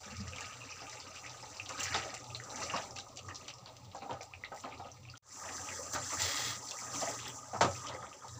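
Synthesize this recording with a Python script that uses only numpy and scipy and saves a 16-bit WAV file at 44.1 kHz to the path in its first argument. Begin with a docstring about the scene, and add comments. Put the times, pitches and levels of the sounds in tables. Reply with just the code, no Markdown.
"""Thick gravy simmers in a metal pot; the microphone is just above the rim, in a small kitchen.
Bubbles pop and echo between the pot walls, steam pockets gloop, and the heaving mass makes the pot boom.
A spoon stirs, knocks and pushes gravy onto the hot metal, where it spits and sizzles.
Just after 5 s the sound breaks off briefly and fades back in on a hotter, drier pot."""
import sys
import numpy as np
from scipy import signal
from scipy.fft import rfft, irfft, next_fast_len
from scipy.io import wavfile
from scipy.ndimage import uniform_filter1d

SR = 44100
rng = np.random.default_rng(int(sys.argv[2]) if len(sys.argv) > 2 else 0)


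def file_out(sig):
    """Save sig as 16-bit WAV at sys.argv[1]."""
    # one column per channel
    cols = np.atleast_2d(sig).T
    # limit, then scale
    lim = np.clip(cols, -1, 1)
    pcm = np.round(lim * 32767).astype(np.int16)
    wavfile.write(sys.argv[1], SR, pcm)


N = 369999

# spectra of room tone and microphone: (frequency [Hz], level [dB])
ROOM_TONE = [(20, -32), (45, 37), (90, 20), (200, -2), (500, 2), (1200, -39), (3000, -84), (16000, 11)]
MIC_RESPONSE = [(25, 0), (70, -1.5), (5400, 1), (6150, 4), (6650, 1.5), (7350, 7), (8100, -7),
                (9500, -17.5), (11500, -23), (13700, -22), (15400, -6)]
# the break, near silence and then a fade-in: (time [s], gain [dB])
BREAK_GAIN = [(5.178, 4), (5.184, -42), (5.221, -45), (5.226, -12.5), (5.3, -6)]

# resonances of the pot: (frequency [Hz], width [Hz], level [dB])
AIR_MODES = [(604, 240, 0.5), (855, 190, 5), (1258.6, 46, 14), (1844, 51, 0.5)]  # air between the walls
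BOOM_MODES = [(91.6, 12.5, 0), (121, 8.7, 0.5), (182, 20, -11.5)]  # the low note, then the two modes of the high note
HOLLOW_FULL = [(990, 210, -4.5), (1280, 38, 0.5), (1696, 430, -4.5), (2690, 74, -2), (2730, 107, 4),
               (3290, 880, -4), (5890, 210, 2.5)]  # the space above the gravy before the break
HOLLOW_DRY = [(1210, 210, 3.5), (1570, 120, 3.5), (1985, 240, 4.5), (2368, 180, -4.5), (2910, 400, -2),
              (3330, 110, 5.5)]  # and after it
POT_MODES = [(508.3, 14, 4.5), (542, 14.7, -4.5), (558, 16, 5.5), (583.5, 14, 3.5), (612.5, 30, -5),
             (636, 20, 2), (746, 5.9, 1), (795.4, 15.6, 8), (826, 34, -7), (849, 12.5, 4.5), (888, 13, 0.5),
             (977, 150, -0.5), (6600, 160, -5.5)]  # narrow standing waves and the gaps between them; the last row is a narrow dip of the microphone near 6.6 kHz
# the loaded pot when struck: (frequency [Hz], level [dB], t60 [s])
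STRUCK_MODES = [(95, -27, 0.33), (127, -19, 0.87), (186, -31.5, 0.35), (288, -29, 0.42), (438, -4.5, 0.083),
                (500, -8, 0.07), (570, -6.5, 0.2), (710, -6, 0.214), (700, 4.5, 0.081), (910, 1.5, 0.1),
                (1147, -21, 0.086), (1296, -9, 0.23)]

# spectra of the sources in the pot: (frequency [Hz], level [dB])
GURGLE_SPECTRUM = [(25, -31.5), (60, -5.5), (130, -4.5), (195, 0), (250, -0.5), (300, 3), (370, -19),
                   (440, -2.5), (600, -5.5), (1500, -48)]
CLUNK_SPECTRUM = [(25, -25), (60, -18.5), (150, 10.5), (400, 0.5), (950, 10.5), (1600, 4), (2600, -3.5),
                  (5500, -4), (8000, -11), (11000, -9), (16000, -27)]
SCRAPE_SPECTRUM = [(100, -55), (500, -7.5), (1200, -7), (2200, 1), (2900, -1.5), (3600, 1), (5200, 1.5),
                   (7000, -4), (9200, 0), (16000, -1)]
SQUELCH_SPECTRUM = [(60, -26), (150, 0.5), (250, 8.5), (380, -0.5), (600, 6.5), (1100, 1.5), (1700, -5.5),
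                    (3000, -15.5), (5000, -24.5), (7000, -21), (10000, -33), (16000, -27)]
CHURN_SPECTRUM = [(60, -17), (160, -16), (270, -4), (390, -5), (560, -3), (900, 1), (1300, -2.5),
                  (1800, -27), (3000, -59), (8000, -45)]
FIZZ_SPECTRUM = [(300, -31), (1200, -1.5), (1900, 3), (2800, 1), (3300, -1.5), (4500, 2), (6000, 1.5),
                 (9000, -15), (16000, -12)]
SIZZLE_SPECTRUM = [(100, -58), (1500, -41), (3500, -27), (4800, -8), (6000, 4), (7400, 0), (9000, 2),
                   (16000, -5.5)]

# the whole mass heaves: (crest time [s], low note [dB], high note [dB], rise and fall [s])
HEAVES = [(0.24, -47, -53.5, 0.0945), (1.927, -52.5, -57, 0.12), (2.363, -65, -55, 0.134),
          (2.725, -58, -59.5, 0.088), (2.95, -67, -61, 0.049), (3.28, -52.5, -60, 0.0434),
          (3.877, -60, -60, 0.042), (4.145, -57, -53, 0.0285), (4.363, -62, -72.5, 0.05),
          (5.05, -62, -56.5, 0.11), (5.675, -50.5, -58, 0.27), (6, -46, -47.5, 0.091),
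          (6.24, -37.5, -47, 0.06), (6.497, -50, -43.5, 0.1), (6.948, -54, -48.5, 0.11),
          (7.242, -55, -47.5, 0.18), (7.67, -38.5, -39, 0.11), (7.969, -50, -48.5, 0.083),
          (8.365, -47, -44.5, 0.089)]
# the spoon hits the pot through the gravy: (time [s], level [dB], hardness [dB])
SPOON_KNOCKS = [(1.949, -37.5, 1.5), (5.9358, -36.5, 10), (5.951, -31.5, 9.5), (7.6091, -11.5, -1),
                (7.614, -15, 6.5), (7.629, -14.5, -2), (7.6467, -17, -0.5)]
# the spoon drags along the hot wall: (time [s], level [dB])
SPOON_SCRAPE = [(6.16, -65.5), (6.2, -25.5), (6.3, -30), (6.4, -29.5), (6.5, -30), (6.57, -41.5),
                (6.62, -82)]
# gravy spits on the hot wall: (time [s], level [dB], length [s], tilt [dB/octave])
SPITS = [(0.361, -29, 0.0054, -6), (0.382, -35, 0.0097, -4), (0.408, -33, 0.042, -0.5),
         (0.896, -31, 0.0136, -2), (1.157, -32.5, 0.016, -4), (1.173, -34.5, 0.011, -6),
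         (1.691, -28, 0.037, -3), (1.797, -31, 0.083, 7), (1.832, -23.5, 0.0434, 5.5),
         (1.945, -24, 0.18, -8), (2.141, -30.5, 0.059, -0.5), (2.96, -30.5, 0.0273, -3),
         (2.965, -28.5, 0.01, -7.5), (2.987, -25.5, 0.012, -5), (3.172, -28.5, 0.012, 1.5),
         (3.191, -37, 0.011, 2), (3.481, -30, 0.033, -3.5), (3.501, -39, 0.018, -6.5),
         (3.767, -39, 0.0089, -1), (4.227, -36.5, 0.041, 2), (4.546, -48, .008, 12),
         (4.561, -44.5, 0.25, 5), (4.601, -36.5, 0.0098, 7), (4.785, -44, 0.0089, 4.5),
         (5.173, -38.5, 0.024, 3.5), (5.9355, -17, 0.0143, 10), (6.183, -33, .035, 0.5),
         (6.2195, -8, 0.02, 7), (6.71, -13, 0.0084, 2.5), (7.282, -24, 0.014, 14),
         (7.869, -17.5, 0.0071, 0), (7.886, -18.5, 0.005, 0.5), (8.282, -26, 0.021, 4)]
# patches of froth collapse: (time [s], level [dB], length [s], pitch [Hz])
FROTH_PATCHES = [(0.5, -54, 0.049, 2750), (0.911, -44, 0.078, 2100), (1.23, -42, 0.045, 2120),
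                 (2.248, -47, 0.094, 4050), (2.97, -37.5, 0.044, 4750), (3.165, -43, 0.036, 3630),
                 (3.285, -43, 0.0317, 2180), (3.348, -42.5, 0.024, 5150), (3.412, -48, 0.064, 2710),
                 (3.477, -43, 0.035, 3540), (3.657, -46, 0.0398, 3320), (3.828, -52.5, 0.036, 4400),
                 (3.955, -47, 0.035, 5060), (4.004, -47, 0.03, 3100), (4.207, -48.5, 0.046, 5850),
                 (4.632, -46, 0.026, 3100), (4.705, -44.5, 0.046, 2950), (4.772, -48.5, 0.05, 3920),
                 (4.832, -45, 0.069, 3900), (5.07, -54.5, 0.033, 3080), (5.477, -35, 0.028, 2300),
                 (5.668, -33, 0.063, 2420), (6.937, -33, 0.032, 3000), (7.073, -31, 0.047, 2360),
                 (7.184, -33.5, 0.029, 3350), (7.256, -32, 0.051, 2680), (8.021, -36, 0.053, 1680)]
# steam pockets and suction holes collapse: (time [s], level [dB], pitch [Hz], squelch length [s])
GLOOPS = [(0.817, -40.5, 730, 0.0594), (1.429, -42, 840, 0.116), (1.699, -36, 1130, 0.079),
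          (1.784, -36, 1240, 0.08), (1.946, -29, 890, 0.033), (2.056, -35.5, 654, 0.0532),
          (2.129, -39.5, 750, 0.0477), (2.46, -43, 1340, 0.113), (2.737, -27.5, 1008, .08),
          (2.748, -31.5, 660, 0.054), (2.785, -35, 850, 0.053), (3.284, -38.5, 1150, 0.073),
          (3.66, -46, 840, 0.166), (3.948, -35.5, 795, 0.061), (4.02, -37, 750, 0.11),
          (4.094, -31.5, 854, 0.15), (4.125, -38.5, 600, 0.081), (4.207, -40.5, 655, 0.064),
          (4.518, -35, 736, 0.072), (4.534, -39.5, 920, 0.066), (4.639, -34.5, 1039, 0.048),
          (4.65, -35, 860, 0.2), (4.797, -36, 845, 0.05), (4.85, -41, 690, 0.09), (5.949, -20, 1500, 0.16),
          (6.119, -23.5, 1270, 0.12), (6.817, -29.5, 1210, 0.069), (7.02, -24.5, 716, 0.13),
          (7.084, -29, 645, 0.15), (7.532, -22, 700, 0.074), (7.546, -22, 960, 0.085),
          (7.645, -17.5, 665, 0.15), (7.895, -24.5, 943, 0.09), (7.939, -28.5, 795, 0.07),
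          (8.029, -30.5, 1210, 0.069), (8.222, -32.5, 1270, 0.063), (8.244, -30, 930, 0.032)]
# single bubbles: (time [s], level [dB], pitch [Hz])
BLISTERS = [(0.205, -35, 5000), (0.2803, -34, 6000), (0.3631, -40, 6000), (0.4475, -35, 3880),
            (0.5546, -48, 5890), (0.7593, -40, 5860), (1.266, -35, 5760), (1.2962, -31.5, 5280),
            (1.502, -36, 7200), (1.569, -33.5, 5100), (2.1043, -35, 4340), (2.2014, -36.5, 6050),
            (2.2427, -36.5, 4700), (2.4378, -33.5, 6030), (2.559, -27, 6060), (2.634, -25.5, 5900),
            (2.834, -33, 4330), (3.0857, -40, 5840), (3.16, -38.5, 6450), (3.285, -36, 6300),
            (3.3466, -33, 5530), (3.5844, -40, 5320), (3.916, -40, 3900), (3.948, -39.5, 7170),
            (4.1307, -37.5, 5700), (4.2132, -37, 5430)]  # tiny, on the surface
GULPS = [(0.06, -56, 201), (0.12, -54.5, 226), (0.195, -47, 198), (0.409, -57, 498), (4.1, -52, 277),
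         (4.107, -48.5, 506), (4.646, -49, 268), (4.655, -55, 570), (5.792, -33.5, 520),
         (6.944, -34.5, 282), (7.024, -39, 290), (7.03, -29, 650), (7.074, -30.5, 655), (7.1, -30, 630),
         (7.632, -25, 480), (7.655, -33, 353), (7.94, -35.5, 523)]  # large, deep in the gravy
CLEAR_POPS = [(0.168, -41, 5180), (0.3341, -41, 2550), (0.384, -40, 2300), (0.6167, -44.5, 2630),
              (0.7235, -43, 2450), (0.793, -49, 2710), (0.869, -43, 2580), (0.928, -44.5, 2020),
              (1.002, -40, 4650), (1.0691, -46.5, 2710), (1.2629, -41.5, 2230), (1.304, -46, 4640),
              (1.4267, -44, 5200), (1.5984, -33.5, 2600), (1.6609, -38.5, 3460), (1.8561, -34, 2025),
              (1.9439, -27.5, 3570), (1.9736, -39, 5430), (2.1699, -46.5, 1960), (2.303, -47, 2600),
              (2.3484, -32, 4060), (2.4, -39.5, 1830), (2.503, -42.5, 4020), (2.699, -35, 2780),
              (2.909, -42, 5390), (3.3115, -44, 1800), (3.3576, -38.5, 5220), (3.4838, -39, 3124),
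              (3.5386, -45, 5350), (3.6598, -43, 4340), (4.0231, -51.5, 3920), (4.11, -39.5, 3080),
              (4.2087, -44.5, 2280), (4.3368, -39.5, 2480), (4.4378, -34.5, 2020), (4.4475, -39.5, 3800),
              (4.7223, -47, 2360), (4.742, -49, 2260), (4.9168, -46.5, 5910), (5.0523, -50, 2380),
              (5.0995, -44, 4730), (5.155, -49.5, 3170), (5.4904, -31.5, 2540), (5.58, -37, 1650),
              (5.6886, -28.5, 2510), (5.7193, -38, 2140), (6.6887, -29.5, 4450), (6.7881, -34.5, 2220),
              (7.2562, -30, 2940), (5.139, -50, 1386), (8.1292, -36.5, 2780), (0.538, -47, 2800),
              (0.634, -48, 2573), (1.881, -34.5, 1750), (2.1415, -42, 2650), (4.574, -49.5, 1990),
              (4.711, -56.5, 2320), (4.971, -56, 2200), (5.087, -49.5, 2650), (6.03, -38, 3220),
              (7.2, -37, 2970), (7.948, -39, 2040), (8.067, -47, 3500)]  # the clearest bursts
# the steady simmer, calmed by stirring, hotter after the break:
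# (time [s], slosh [dB], froth [dB], sizzle [dB])
BOIL = [(0, -60.5, -57.5, -61), (1.55, -59.5, -62, -60.5), (2.1, -57.5, -54.5, -60),
        (2.35, -58.5, -93, -60), (2.9, -55.5, -80, -60.5), (3.2, -59.5, -96, -75), (3.7, -63.5, -83, -81),
        (4.4, -63, -95.5, -92), (5.2, -68.5, -88, -79), (5.26, -60.5, -67, -51.5),
        (5.46, -43.5, -50, -40.5), (5.85, -47, -49, -39), (6.8, -47.5, -53.5, -41),
        (7.45, -50.5, -60, -46.5), (8.12, -57.5, -62.5, -53.5), (8.39, -49.5, -62, -48)]
# gravy wells up or the spoon pushes it up the hot wall:
# (crest time [s], rise [s], fall [s], slosh [dB], froth [dB], sizzle [dB])
SURGES = [(0.39, 0.04, 0.079, -54.5, -51.5, -67), (1.89, 0.14, 0.1585, -54.5, -45, -52.5),
          (2.63, 0.13, 0.13, -49, -50.5, -53), (2.77, 0.059, 0.08, -60, -49, -60),
          (3.38, 0.13, 0.165, -65.5, -70, -64), (4.07, 0.049, 0.056, -54.5, -83, -72),
          (4.75, 0.072, 0.11, -57.5, -96, -77), (6.24, 0.16, 0.21, -41.5, -42.5, -34.5),
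          (6.48, 0.12, 0.03, -63, -55.5, -43), (7.05, 0.16, 0.17, -40.5, -42, -36),
          (7.27, 0.024, 0.04, -40.5, -46, -44), (7.74, 0.08, 0.17, -47.5, -52, -42),
          (7.87, 0.045, 0.083, -46, -46.5, -59), (7.98, 0.16, 0.19, -46, -78, -77)]

USUAL_DB = -57  # slosh and froth of an ordinary simmer


def amp(db):
    """Decibels to gain."""
    return 10 ** (np.asarray(db) / 20)


def unit(x):
    """x at rms 1."""
    return x / np.sqrt(np.mean(x ** 2) + 1e-20)


def together(*gains):
    """Level of unrelated sounds heard at once."""
    return np.sqrt(sum(g * g for g in gains))


def curves(rows):
    """One value per sample for each column after the time."""
    s, *columns = np.transpose(rows)
    return [np.interp(np.arange(N) / SR, s, column) for column in columns]


def wobble(rate):
    """A smooth random curve, rate knots a second."""
    knots = rng.standard_normal(int(rate * N / SR) + 2)
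    return np.interp(np.arange(N) * rate / SR, np.arange(len(knots)), knots)


def swell(s, rise, fall):
    """Gain with a rounded crest of 1 at time s, 9 dB down one rise before and one fall after."""
    t = np.arange(N) / SR - s
    away = np.minimum(np.maximum(-t / rise, t / fall), 10)
    return amp(-9 * away ** 1.62)


def add(track, s, sound):
    """Mix a sound into the track at time s."""
    part = track[max(round(s * SR), 0):][:len(sound)]
    part += sound[:len(part)]


def filtered(x, response):
    """x times a response of frequency."""
    size = next_fast_len(len(x) + 8192)
    return irfft(rfft(x, size) * response(np.fft.rfftfreq(size, 1 / SR)), size)[:len(x)]


def coloured(x, spectrum):
    """x through a spectrum drawn on a log frequency axis."""
    points_hz, db = np.transpose(spectrum)
    return filtered(x, lambda hz: amp(np.interp(np.log(hz + 1), np.log(points_hz), db)))


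def resonances(modes, hz):
    """Summed power response of resonances."""
    return sum(amp(db) ** 2 * (hz * width) ** 2 / ((centre ** 2 - hz ** 2) ** 2 + (hz * width) ** 2)
               for centre, width, db in modes)


def ringing(x, bands):
    """x through a chain of resonant peaks and dips."""
    def band(hz, centre, width, db):
        detuning, damping = centre ** 2 - hz ** 2, 1j * hz * width
        return (detuning + damping * amp(db / 2)) / (detuning + damping / amp(db / 2))
    return filtered(x, lambda hz: np.prod([band(hz, *row) for row in bands], axis=0))


def room_tone():
    """The kitchen behind the pot: a faint, steady rumble and hiss."""
    return amp(-75) * unit(coloured(rng.standard_normal(N), ROOM_TONE))


def echo(pot_t60=0.13, room_t60=0.11, room_db=-18, build_s=0.000843):
    """The answer of pot and kitchen to one spot on the gravy, energy 1."""
    t = np.arange(SR // 4) / SR
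    air = filtered(rng.standard_normal(len(t)), lambda hz: np.sqrt(1 + resonances(AIR_MODES, hz)))
    decay = amp(-60 * t / pot_t60) + amp(room_db - 60 * t / room_t60)
    tail = air * decay * (1 - np.exp(-t / build_s))
    return tail / np.linalg.norm(tail)


def in_pot(sound, wet_db):
    """A short sound followed by its echoes, wet_db relative to its own energy."""
    tail = signal.fftconvolve(sound, echo())
    tail *= amp(wet_db) * np.linalg.norm(sound) / np.linalg.norm(tail)
    add(tail, 0, sound)
    return tail


def hollow(x):
    """The air below the rim colours the surface sounds, differently in the full and the drier pot."""
    before_break = np.arange(N) / SR < BREAK_GAIN[2][0]
    return np.where(before_break, ringing(x, HOLLOW_FULL), ringing(x, HOLLOW_DRY))


def bubble(t, hz, cycles, rise):
    """A bursting bubble rings for a few cycles, rising in pitch as its hole widens."""
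    age = t * hz / cycles
    phase = cycles * (age + rise * np.logaddexp(0, age - 2))  # the pitch climbs only in the tail
    return age * np.exp(1 - age) * np.sin(2 * np.pi * phase)


def cluster(t, hz, length, octaves, spread_db, cycles, count):
    """Small bubbles of mixed size burst at uneven moments within length seconds."""
    out = np.zeros(len(t))
    for k, (late, pitch, weak) in zip(rng.permutation(count), rng.random((count, 3))):
        ring = bubble(t, hz * 2 ** (octaves * (pitch - .5)), cycles, rise=0.025)
        add(out, length * (k + late) / count, amp(-spread_db * weak) * ring)
    return out


def swarm(rate, band_hz, cycles, spread_db, wet_db, samples, spots=6):
    """Random bubbles, rate a second, at several spots that each have their own echo; rms 1."""
    out, per_spot = np.zeros(N), int(rate * N / SR / spots)
    t, (low_hz, high_hz) = np.arange(samples) / SR, band_hz
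    for _ in range(spots):
        path = amp(wet_db) * echo()
        path[0] += 1  # the direct sound
        when, pitch, strength, life = rng.random((4, per_spot, 1))
        hz = low_hz * (high_hz / low_hz) ** pitch
        rings = amp(spread_db * strength) * bubble(t, hz, cycles * (.5 + life), rise=.25) * np.sqrt(hz)
        at = (when * N).astype(int) + np.arange(samples)
        direct = np.bincount(at.ravel(), rings.ravel(), N)[:N]
        out += signal.oaconvolve(direct, path)[:N]
    return unit(out)


def crackle(rate, spread_db, wet_db, spots=3):
    """Dense tiny bursts of uneven size at several spots, each blurred by its own echo."""
    out = np.zeros(N)
    for _ in range(spots):
        when, strength, sign = rng.random((3, int(rate * N / SR / spots)))
        clicks = np.bincount((when * N).astype(int), np.sign(sign - .5) * amp(spread_db * strength), N)
        out += clicks + amp(wet_db) * signal.oaconvolve(clicks, echo())[:N]
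    return out


def tearing(t, length, spread_db=16):
    """A wet film tears: a ragged run of tiny ruptures that dies 40 dB over its length."""
    ruptures = np.repeat(rng.random(len(t)), 30)[:len(t)]
    ragged = unit(rng.standard_normal(len(t)) * amp(spread_db * ruptures))
    return ragged * amp(-40 * t / length)


def heave(slosh, rest_db=-68.5, wander_db=4.5):
    """The moving mass makes the pot boom softly in two notes; large slow bubbles gurgle deep in it."""
    out, rows = np.zeros(N), np.array(HEAVES)
    swells = np.array([swell(s, length, length) for s, _, _, length in rows])
    pushes = np.sqrt(amp(rows[:, 1:3].T) ** 2 @ swells ** 2)
    for push, modes in zip(pushes, (BOOM_MODES[:1], BOOM_MODES[1:])):
        note = filtered(rng.standard_normal(N), lambda hz: resonances(modes, hz))
        running_rms = np.sqrt(np.abs(uniform_filter1d(note ** 2, size=4000)))
        out += together(push, amp(rest_db + wander_db * wobble(19))) * note / running_rms
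    gurgle_gain = together(amp(-8.5) * slosh, amp(-14.5) * together(*pushes))
    gurgle = swarm(220, band_hz=(50.24, 516), cycles=1.37, spread_db=10, wet_db=0, samples=4000, spots=2)
    return out + gurgle_gain * unit(coloured(gurgle, GURGLE_SPECTRUM))


def spoon_scrape():
    """The spoon smears wet gravy over the hot wall: a gritty hiss."""
    grit = unit(coloured(crackle(rate=2000, spread_db=20, wet_db=1), SCRAPE_SPECTRUM))
    return amp(curves(SPOON_SCRAPE)[0] + 0.28 * wobble(82)) * grit


def spoon_knocks(clunk_t60=0.095, attack_s=0.00041):
    """Each blow rings the gravy-damped pot; the harder it is, the louder the clunk of metal on metal."""
    out, t = np.zeros(N), np.arange(SR // 2) / SR
    for s, db, hard_db in SPOON_KNOCKS:
        ring = sum(amp(level + rng.normal() - 60 * t / t60) * np.sin(2 * np.pi * (hz * t + rng.random()))
                   for hz, level, t60 in STRUCK_MODES)
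        clunk = coloured(amp(-60 * t / clunk_t60) * rng.standard_normal(len(t)), CLUNK_SPECTRUM)
        add(out, s, amp(db - 10.5) * ring * (1 - np.exp(-t / attack_s)))
        add(out, s, amp(db + hard_db - 6) * in_pot(clunk, wet_db=-1.5))
    return out


def spits(attack_s=0.0003):
    """Splashes flash to steam: a snap, then a few tiny bubbles burst inside a short, ragged hiss."""
    def treble_band(hz):
        return hz / np.hypot(hz, 2000) / np.hypot(1, (hz / 9500) ** 2)
    out, t = np.zeros(N), np.arange(SR // 6) / SR
    for s, db, length, tilt in SPITS:
        snap = amp(1) * bubble(t, 5680, cycles=0.76, rise=0)
        beads = amp(-4.5) * cluster(t, 4440, length, octaves=1.8, spread_db=7, cycles=1.7, count=4)
        hiss = amp(-2) * tearing(t, length, spread_db=28) * (1 - np.exp(-t / attack_s))
        burst = snap + beads + hiss
        steam = filtered(burst, lambda hz: amp(tilt * np.log2((hz + 500) / 5000)) * treble_band(hz))
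        add(out, s, amp(db - 8.5) * in_pot(steam, wet_db=-3))
    return out


def froth_patches():
    """Froth torn by the boil or the spoon collapses bubble by bubble in a wet crackle."""
    out, t = np.zeros(N), np.arange(SR // 8) / SR
    for s, db, length, hz in FROTH_PATCHES:
        patch = cluster(t, hz, length, octaves=0.94, spread_db=13.5, cycles=1.26, count=9)
        add(out, s, amp(db) * in_pot(patch, wet_db=-4.5))
    return out


def blisters():
    """A tiny blister gives one crisp snap and a few fainter ones."""
    out, t = np.zeros(N), np.arange(SR // 40) / SR
    for s, db, hz in BLISTERS:
        snap = bubble(t, hz, cycles=0.83, rise=0)
        after = cluster(t, 0.78 * hz, length=0.011, octaves=1.03, spread_db=3.5, cycles=0.8, count=3)
        add(out, s, amp(db - 6.5) * in_pot(snap + amp(-5.5) * after, wet_db=-3))
    return out


def gulps():
    """A large pocket swells and closes with a low, thick note."""
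    out, t = np.zeros(N), np.arange(SR // 6) / SR
    for s, db, hz in GULPS:
        add(out, s, amp(db) * in_pot(bubble(t, hz, cycles=2.1, rise=0.0087), wet_db=-1))
    return out


def gloops(followers=7, attack_s=0.0017):
    """A pocket opens with a plop; smaller bubbles gurgle after it as the gravy squelches shut."""
    out, t = np.zeros(N), np.arange(SR // 6) / SR
    for s, db, hz, length in GLOOPS:
        squelch = coloured(tearing(t, length), SQUELCH_SPECTRUM) * (1 - np.exp(-t / attack_s))
        gloop = amp(-6) * squelch + amp(-7) * bubble(t, hz, cycles=1.02, rise=0.045)
        for late, step in zip(rng.random(followers), rng.permutation(followers) / (followers - 1)):
            follower = bubble(t, hz * 2 ** (2.356 * step - 1.3), cycles=1.36, rise=0.15)
            follower_db = -8 - 5.2 * late - 58 * abs(step - .5)  # loudest early and at middle pitch
            add(gloop, .4 * length * late, amp(follower_db) * follower)
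        add(out, s, amp(db) * in_pot(gloop, wet_db=2))
    return out


def boil_gains():
    """Gains of slosh, froth and sizzle: the steady boil with every surge on top."""
    rows = np.array(SURGES)
    swells = np.array([swell(s, rise, fall) for s, rise, fall in rows[:, :3]])
    return np.sqrt(amp(curves(BOIL)) ** 2 + amp(rows[:, 3:].T) ** 2 @ swells ** 2)


def edge_sizzle(sizzle):
    """Gravy sizzles and prickles where it meets the hot wall."""
    prickle = swarm(100, band_hz=(4260, 7477), cycles=1.7, spread_db=14, wet_db=5, samples=150)
    hiss = unit(coloured(crackle(rate=1500, spread_db=32, wet_db=6), SIZZLE_SPECTRUM))
    flicker = amp(0.24 * wobble(40) + 1.4 * wobble(16))
    return sizzle * flicker * (hiss + amp(-9) * prickle)


def blips(froth):
    """Middling bubbles near the pot's strongest air resonance come and go with the froth."""
    rings = swarm(300, band_hz=(1013, 1450), cycles=2.52, spread_db=7, wet_db=11, samples=700, spots=4)
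    return amp(-62.5) * (froth / amp(USUAL_DB)) ** 0.78 * rings


def simmer(slosh, froth, clump_db=1.4):
    """Gravy churns with wet smacks while small bubbles fizz in clumps over the surface."""
    churn = swarm(560, band_hz=(327.4, 1685), cycles=1.8, spread_db=20.5, wet_db=1, samples=900)
    fizz = swarm(480, band_hz=(1235, 5574), cycles=1.12, spread_db=26, wet_db=3, samples=300)
    smacks = swarm(80, band_hz=(2950, 6040), cycles=3.3, spread_db=32, wet_db=-0.5, samples=150)
    smack_gain = amp(-73) * (slosh / amp(USUAL_DB)) ** 0.65  # grows more slowly than the churning
    gravy = slosh * unit(coloured(churn, CHURN_SPECTRUM)) + smack_gain * smacks
    return gravy + froth * amp(clump_db * wobble(16)) * unit(coloured(fizz, FIZZ_SPECTRUM))


def stray_pops(rate=16, typical_hz=2820, scatter_octaves=0.31, scatter_db=2.5):
    """Random lesser bubbles, louder in a frothier boil: (time [s], level [dB], pitch [Hz])."""
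    count = int(rate * N / SR)
    late, strength, pitch = rng.standard_normal((3, count))
    s = ((np.arange(count) + late) / rate) % (N / SR)
    boil_s, _, froth_db, _ = np.transpose(BOIL)
    db = -51.5 + 0.4 * (np.interp(s, boil_s, froth_db) - USUAL_DB) + scatter_db * strength
    return zip(s, db, typical_hz * 2 ** (scatter_octaves * pitch))


def pops(rows, cycles=1.394):
    """Bubbles burst close under the microphone: the skin snaps, the hollow rings, neighbours give way."""
    out, t = np.zeros(N), np.arange(SR // 20) / SR
    for s, db, hz in rows:
        ring = bubble(t, hz, cycles * (0.66 + 0.96 * rng.random()), rise=0.0075)
        snap = amp(-6.5) * bubble(t, 0.937 * hz, cycles=0.32, rise=0)
        nearby = cluster(t, 1.01 * hz, length=0.021, octaves=1.68, spread_db=31, cycles=0.68, count=4)
        add(out, s, amp(db) * in_pot(ring + snap + amp(-5.5) * nearby, wet_db=-1))
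    return out


def scene():
    """The simmering pot, nearly mono, with a very faint stereo width."""
    slosh, froth, sizzle = boil_gains()
    wall = spoon_scrape() + spits() + edge_sizzle(sizzle)
    bursts = froth_patches() + blisters() + pops(stray_pops()) + pops(CLEAR_POPS)
    surface = hollow(wall + blips(froth) + simmer(slosh, froth) + bursts)
    pot = ringing(spoon_knocks() + gulps() + gloops() + surface, POT_MODES)
    mono = room_tone() + heave(slosh) + pot
    width = amp(-42.5) * signal.oaconvolve(mono, echo())[:N]
    return np.array([mono + width, mono - width])


def record(dry, top_hz=15530):
    """A small microphone at the rim: a bright edge, a faint hiss, the brief break and a band limit."""
    gain = amp(curves(BREAK_GAIN)[0])
    hiss = amp(-92.5) * rng.standard_normal(N)
    channels = [gain * (coloured(channel, MIC_RESPONSE) + hiss) for channel in dry]
    return np.array([filtered(channel, lambda hz: hz < top_hz) for channel in channels])


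dry = scene()
out = record(dry)
file_out(out)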